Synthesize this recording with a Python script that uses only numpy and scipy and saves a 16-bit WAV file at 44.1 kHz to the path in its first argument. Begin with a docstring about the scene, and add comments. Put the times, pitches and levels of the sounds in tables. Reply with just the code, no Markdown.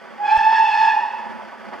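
"""In a railway cutting outside a tunnel, one short whistle blast comes from a steam locomotive within.
Steam drives the whistle's bell into a harmonic note. The engine is moving, so the tunnel returns the note
Doppler-shifted to slightly lower and higher pitches, which beat with it and reverberate. The jet hisses
with the blast; underneath, the train rumbles closer with soft exhaust beats."""
import sys
import numpy as np
from scipy import signal
from scipy.fft import rfft, irfft, next_fast_len
from scipy.io import wavfile
from scipy.ndimage import uniform_filter1d

SR = 44100
rng = np.random.default_rng(int(sys.argv[2]) if len(sys.argv) > 2 else 0)


def int16_out(signal):
    """Quantize to a 16-bit WAV file."""
    q = np.round(np.clip(np.atleast_2d(signal).T, -1, 1) * 32767)
    wavfile.write(sys.argv[1], SR, q.astype(np.int16))


N = 79380
T = np.arange(N) / SR
SIZE = next_fast_len(2 * N)
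HZ = np.maximum(np.arange(SIZE // 2 + 1) * SR / SIZE, 1)

OPEN_S, ATTACK_S, CLOSE_S, RELEASE_S = 0.17, 0.12, 0.85, 0.135   # the steam valve
JITTER_HZ = 83.6   # bandwidth of fast pitch fluctuation
# Gain of the overtones and the hiss through the blast: (time [s], level [dB])
TREBLE_GAIN = [(0.24, -0.5), (0.3, -1), (0.365, 1), (0.42, -3.5), (0.5, -2), (0.57, 1.5), (0.64, -2),
               (0.74, 0.5), (0.87, .5), (0.96, -2)]


def whistle(level_db=-15.5, walls_db=-9, walls_t60_s=0.34, walls_full_hz=2570):
    """Multipath interference: each path has its own Doppler shift, so the arrivals beat together."""
    # Paths to the listener: (pitch ratio [1], delay [s], level [dB], overtone gain [dB],
    # tunnel ring [dB], pitch jitter [fraction])
    paths = [(1.0, 0.0039, -2.5, -6.5, -8.5, .006), (1.014, 0.03, -11.5, 7, -3.5, 0.00705),
             (0.953, 0.045, -7.5, 2.5, -4.5, .008), (0.985, 0.02486, -10, 6, 0.5, 0.01503),
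             (1.068, 0.14, -17, 2.5, 4, 0.017), (1.11, 0.26, -23, -4.5, 6.5, 0.023)]
    scatter = from_db(walls_db) * np.minimum(HZ / walls_full_hz, 1)   # early reflections at the mouth
    arrivals = 0
    for ratio, delay, db, overtones_db, ring_db, jitter in paths:
        response = 1 + scatter * echoes(walls_t60_s) + from_db(ring_db) * tunnel()
        note = bell(T - delay, ratio, overtones_db, jitter)
        arrivals += from_db(db) * filtered(note, response) / np.sqrt(1 + from_db(2 * ring_db))
    return from_db(level_db) * filtered(arrivals, pair_phase())


def bell(t, ratio, overtones_db, jitter, wander=0.006, speak_s=0.082):
    """A jet-driven resonator is nonlinear: higher harmonics grow as higher powers of the pressure."""
    # Pitch as the steam comes up, before Doppler shift: (time [s], frequency [Hz])
    pitch = [(0.17, 807.6), (0.22, 832.2), (0.27, 840.6), (0.33, 871.8), (0.42, 879.6), (0.6, 882.7),
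             (0.75, 881.4), (0.88, 877.1), (0.98, 877.2)]
    # Harmonics from the fundamental up: (relative level [dB])
    harmonics = [0.5, -13, -16.5, -26.5, -31.5, -32.5, -44.5, -51.5, -54.5, -61, -59.5, -69.5]
    unsteadiness = 1 + wander * drift(hz=13.77) + jitter * drift(JITTER_HZ)
    hz = np.interp(t, *np.transpose(pitch)) * ratio * unsteadiness
    phase = 2 * np.pi * np.cumsum(hz) / SR
    blowing = pressure(t)
    treble_db, = in_time(TREBLE_GAIN)
    note = 0
    for k, db in enumerate(harmonics):
        flutter_db = (3.5 if k else 3) * drift(hz=25.4)
        brightness_db = overtones_db + treble_db if k else 0
        gain = from_db(db + flutter_db + brightness_db) * blowing ** (0.38 + 0.68 * k)
        note += gain * np.sin((k + 1) * phase + rng.uniform(0, 2 * np.pi))
    build_up = np.clip((t - OPEN_S) / speak_s, 0, 1)
    return np.sqrt(2) * note * onset_gain(t) * build_up


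def pressure(t):
    """Driving pressure, 0 to 1: the valve opens, holds and shuts."""
    opening = np.clip((t - OPEN_S) / ATTACK_S, 0, 1) * np.clip(1 - (t - CLOSE_S) / RELEASE_S, 0, 1)
    return np.sin(np.pi / 2 * opening)


def onset_gain(t, peak_db=2.5, settle_s=0.06):
    """Exponential decay: the whistle and hiss start slightly louder, then quickly settle."""
    return from_db(peak_db * np.exp(-np.maximum(t - OPEN_S, 0) / settle_s))


def steam(level_db=-37.5, lag_s=0.021, ring_db=-6):
    """Turbulence in the jet hisses while the valve is open; reverberation prolongs it."""
    # Jet spectrum: (frequency [Hz], relative density [dB])
    spectrum = [(300, -5), (700, -9), (1000, 3), (1400, 4), (2100, 3), (2800, 0.5), (3500, -2.5),
                (3900, -29), (4300, -5), (5300, -9), (6000, -19), (7500, -21.5), (9500, -31.5),
                (12000, -39), (16000, -47.5)]
    treble_db, = in_time(TREBLE_GAIN)
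    jet = stereo_noise(over_hz(spectrum)) * pressure(T - lag_s) ** 2 * onset_gain(T) * from_db(treble_db)
    return from_db(level_db) * filtered(jet, 1 + from_db(ring_db) * tunnel())


def train():
    """Source and filter: the same resonances colour both rolling noise and exhaust."""
    # Spectral peaks and dips: (frequency [Hz], width [Hz], gain [dB])
    resonances = [(214.4, 41, -1), (538, 32, 4.5), (672, 22, 7), (815, 13, 2), (841, 37, 9.5),
                  (967, 19, 9.5), (1038, 30, -5.5), (1122, 32, 7.5), (1260, 31, 3.5), (1370, 8.7, -5.5),
                  (1502, 10, 9.5)]
    colour_db = sum(db * np.exp(-0.5 * ((HZ - hz) / width) ** 2) for hz, width, db in resonances)
    return rumble(colour_db) + exhaust(colour_db)


def rumble(colour_db, bass_hz=296, flicker_db=1.0):
    """Rolling radiates broadband noise; the rumble sounds quieter during the blast, then returns with more
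    bass."""
    # Rolling spectrum: (frequency [Hz], relative density [dB])
    spectrum = [(25, -38.5), (60, -23.5), (110, -17), (150, -24.5), (215, 5.5), (300, -13), (370, -1.5),
                (450, -9.5), (560, -5.5), (900, -10), (1400, -7.5), (2000, -10), (2700, -19.5), (3400, -19),
                (3900, -35.5), (4600, -23), (5500, -31), (7000, -38), (10000, -42.5), (15500, -50)]
    # Loudness of the rumble: (time [s], level [dB], extra bass [dB])
    rumble_levels = [(0, -40, 0.5), (0.3, -39, -2), (0.6, -46, 4), (0.95, -39, -2), (1.15, -38.5, 0),
                     (1.35, -37.5, 5.5), (1.58, -39, 1), (1.8, -37.5, 8)]
    level_db, bass_db = in_time(rumble_levels)
    rolling = stereo_noise(over_hz(spectrum) + colour_db)
    bass = filtered(rolling, 1 / (1 + (HZ / bass_hz) ** 6))
    return (rolling + bass * (from_db(bass_db) - 1)) * from_db(level_db + flicker_db * drift(hz=34))


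def exhaust(colour_db, rise_s=0.009):
    """Each puff is a burst of turbulent noise with exponential rise and decay."""
    # Exhaust beats: (time [s], level [dB], decay [s])
    chuffs = [(0.05, -53, 0.009), (0.141, -39.5, 0.014), (0.269, -35.5, .02), (0.334, -36, 0.022),
              (0.364, -25.5, 0.012), (0.529, -30.5, .03), (1.415, -35, 0.02), (1.524, -38, 0.038),
              (1.655, -40.5, 0.01765), (1.737, -27.5, 0.012), (1.786, -37.5, 0.026)]
    # Spectrum of a beat: (frequency [Hz], relative density [dB])
    spectrum = [(60, -34.5), (200, -7.5), (400, -12.5), (700, 1.5), (1300, -4.5), (2100, -9.5), (3200, -19),
                (3900, -30), (4700, -29), (7000, -40.5), (15000, -57.5)]
    beats = sum(from_db(db) * np.exp(-np.maximum((s - T) / rise_s, (T - s) / decay))
                for s, db, decay in chuffs)
    return beats * stereo_noise(over_hz(spectrum) + colour_db)


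def ticks(decay_s=0.0007, dull_hz=6000):
    """Very short noise impulses are heard as faint broadband ticks during the blast."""
    # Impulses: (time [s], level before filtering [dB])
    impulses = [(0.319, -37.5), (0.376, -29), (0.416, -44), (0.598, -32.5), (0.793, -37.5), (0.928, -45),
                (0.958, -37)]
    envelope = sum(from_db(db) * np.exp(-np.abs(T - s) / decay_s) for s, db in impulses)
    return filtered(envelope * rng.standard_normal((2, N)), 1 / np.sqrt(1 + (HZ / dull_hz) ** 4))


def bumps(rise_s=0.0021, band_hz=(20, 160), flutter_db=-64.5, lag_s=0.065):
    """Band-limited pulses at the microphone sound dull; a faint low flutter follows the blast."""
    # Pulses: (time [s], level before filtering [dB])
    pulses = [(0.375, -28.5), (0.505, -48), (0.792, -44.5), (0.95, -60.5)]
    knocks = 0
    for s, db in pulses:
        age = np.maximum(T - s, 0) / rise_s
        knocks += from_db(db) * age * np.exp(1 - age)
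    thuds = signal.sosfilt(signal.butter(1, band_hz, "band", fs=SR, output="sos"), knocks)
    flutter = from_db(flutter_db) * drift(hz=50) * pressure(T - lag_s) ** 4
    return (thuds + flutter) * from_db([[-2], [2]])   # stronger on the right


def thin_tones(wander=0.002):
    """Faint tones far above the note waver by frequency modulation, only near full pressure."""
    # High tones: (frequency [Hz], level [dB])
    partials = [(9400, -72), (10240, -75), (11120, -79.5)]
    tones = 0
    for hz, db in partials:
        wavering_hz = hz * (1 + wander * drift(JITTER_HZ))
        tones += from_db(db) * np.sin(2 * np.pi * np.cumsum(wavering_hz) / SR)
    return tones * pressure(T) ** 6


def tunnel(bass_t60_s=1.345, treble_t60_s=1, split_hz=2200):
    """Reverberation of the bore: absorption rises with frequency, so the treble dies first."""
    low = 1 / (1 + (HZ / split_hz) ** 2)
    return np.sqrt(low) * echoes(bass_t60_s) + np.sqrt(1 - low) * echoes(treble_t60_s)


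def echoes(t60):
    """Frequency response of dense reflections that decay exponentially, with unit energy."""
    tail = rng.standard_normal(N) * from_db(-60 * T / t60)
    return rfft(tail / np.sqrt(np.sum(tail ** 2)), SIZE)


def stereo_noise(spectrum_db):
    """Partial coherence: a common and a diffuse noise add at the microphone pair, at unit power."""
    # Power common to both channels: (frequency [Hz], share [fraction])
    coherence = [(40, 1), (130, 0.74), (300, .97), (700, 0.91), (1400, 0.94), (3100, 0.81), (6800, 0.44),
                 (15000, .05)]
    shared = np.clip(over_hz(coherence), 0, 1)
    noise = rfft(rng.standard_normal((3, SIZE))) * from_db(spectrum_db)
    common = np.sqrt(shared) * noise[0] * pair_phase()
    diffuse = np.sqrt(1 - shared) * noise[1:]
    return rms_one(irfft(common + diffuse, SIZE)[:, :N])


def pair_phase():
    """Phase difference between the channels: small in the treble, growing towards the bass."""
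    # Lead of the left channel: (frequency [Hz], phase [rad])
    lead = [(40, 3), (130, 2.8), (215, 2.45), (350, 1.87), (600, 1.15), (880, 0.79), (1700, 0.34),
            (3000, 0.37), (6000, 0.21), (15000, .5)]
    return np.exp(0.5j * over_hz(lead) * np.array([[1], [-1]]))


def drift(hz):
    """Random fluctuation of unit power, low-passed at hz."""
    return rms_one(filtered(rng.standard_normal(N), 1 / (1 + (HZ / hz) ** 2)))


def filtered(x, response):
    """Convolution as a product of spectra."""
    return irfft(rfft(x, SIZE) * response, SIZE)[..., :N]


def in_time(rows):
    """Interpolate each column at every sample."""
    s, *columns = np.transpose(rows)
    return [np.interp(T, s, c) for c in columns]


def over_hz(points):
    """Interpolate a spectrum over log frequency."""
    hz, value = np.transpose(points)
    return np.interp(np.log(HZ), np.log(hz), value)


def from_db(db):
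    """Decibels to amplitude ratio."""
    return 10 ** (np.asarray(db) / 20)


def rms_one(x):
    """Scale to unit power."""
    return x / np.sqrt(np.mean(x ** 2) + 1e-20)


def scene():
    """The sources superpose; a level difference sets the tunnel mouth a little to the right."""
    # Channel balance: (frequency [Hz], left minus right [dB])
    level_difference = [(60, 0), (200, -.5), (400, -2.5), (870, -3), (1700, -2), (2600, -0.6), (4400, 0.4),
                        (6000, 2.5), (9000, 0), (15000, -0.5)]
    balance = from_db(over_hz(level_difference) * np.array([[0.5], [-0.5]]))
    tunnel_mouth = whistle() + steam() + train() + thin_tones()
    return filtered(tunnel_mouth, balance) + ticks() + bumps()


def record(dry, limit_db=-5, recovery_db_per_s=86.5, cutoff_hz=15800):
    """Peak limiting holds down the strongest beats; a steep low-pass bounds the bandwidth."""
    over_db = np.maximum(20 * np.log10(np.abs(dry).max(axis=0) + 1e-9) - limit_db, 0)
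    held_db = np.maximum.accumulate(over_db + recovery_db_per_s * T) - recovery_db_per_s * T
    limited = dry * from_db(-uniform_filter1d(held_db, size=180))
    return filtered(limited, 1 / (1 + (HZ / cutoff_hz) ** 200))


dry = scene()
out = record(dry)
int16_out(out)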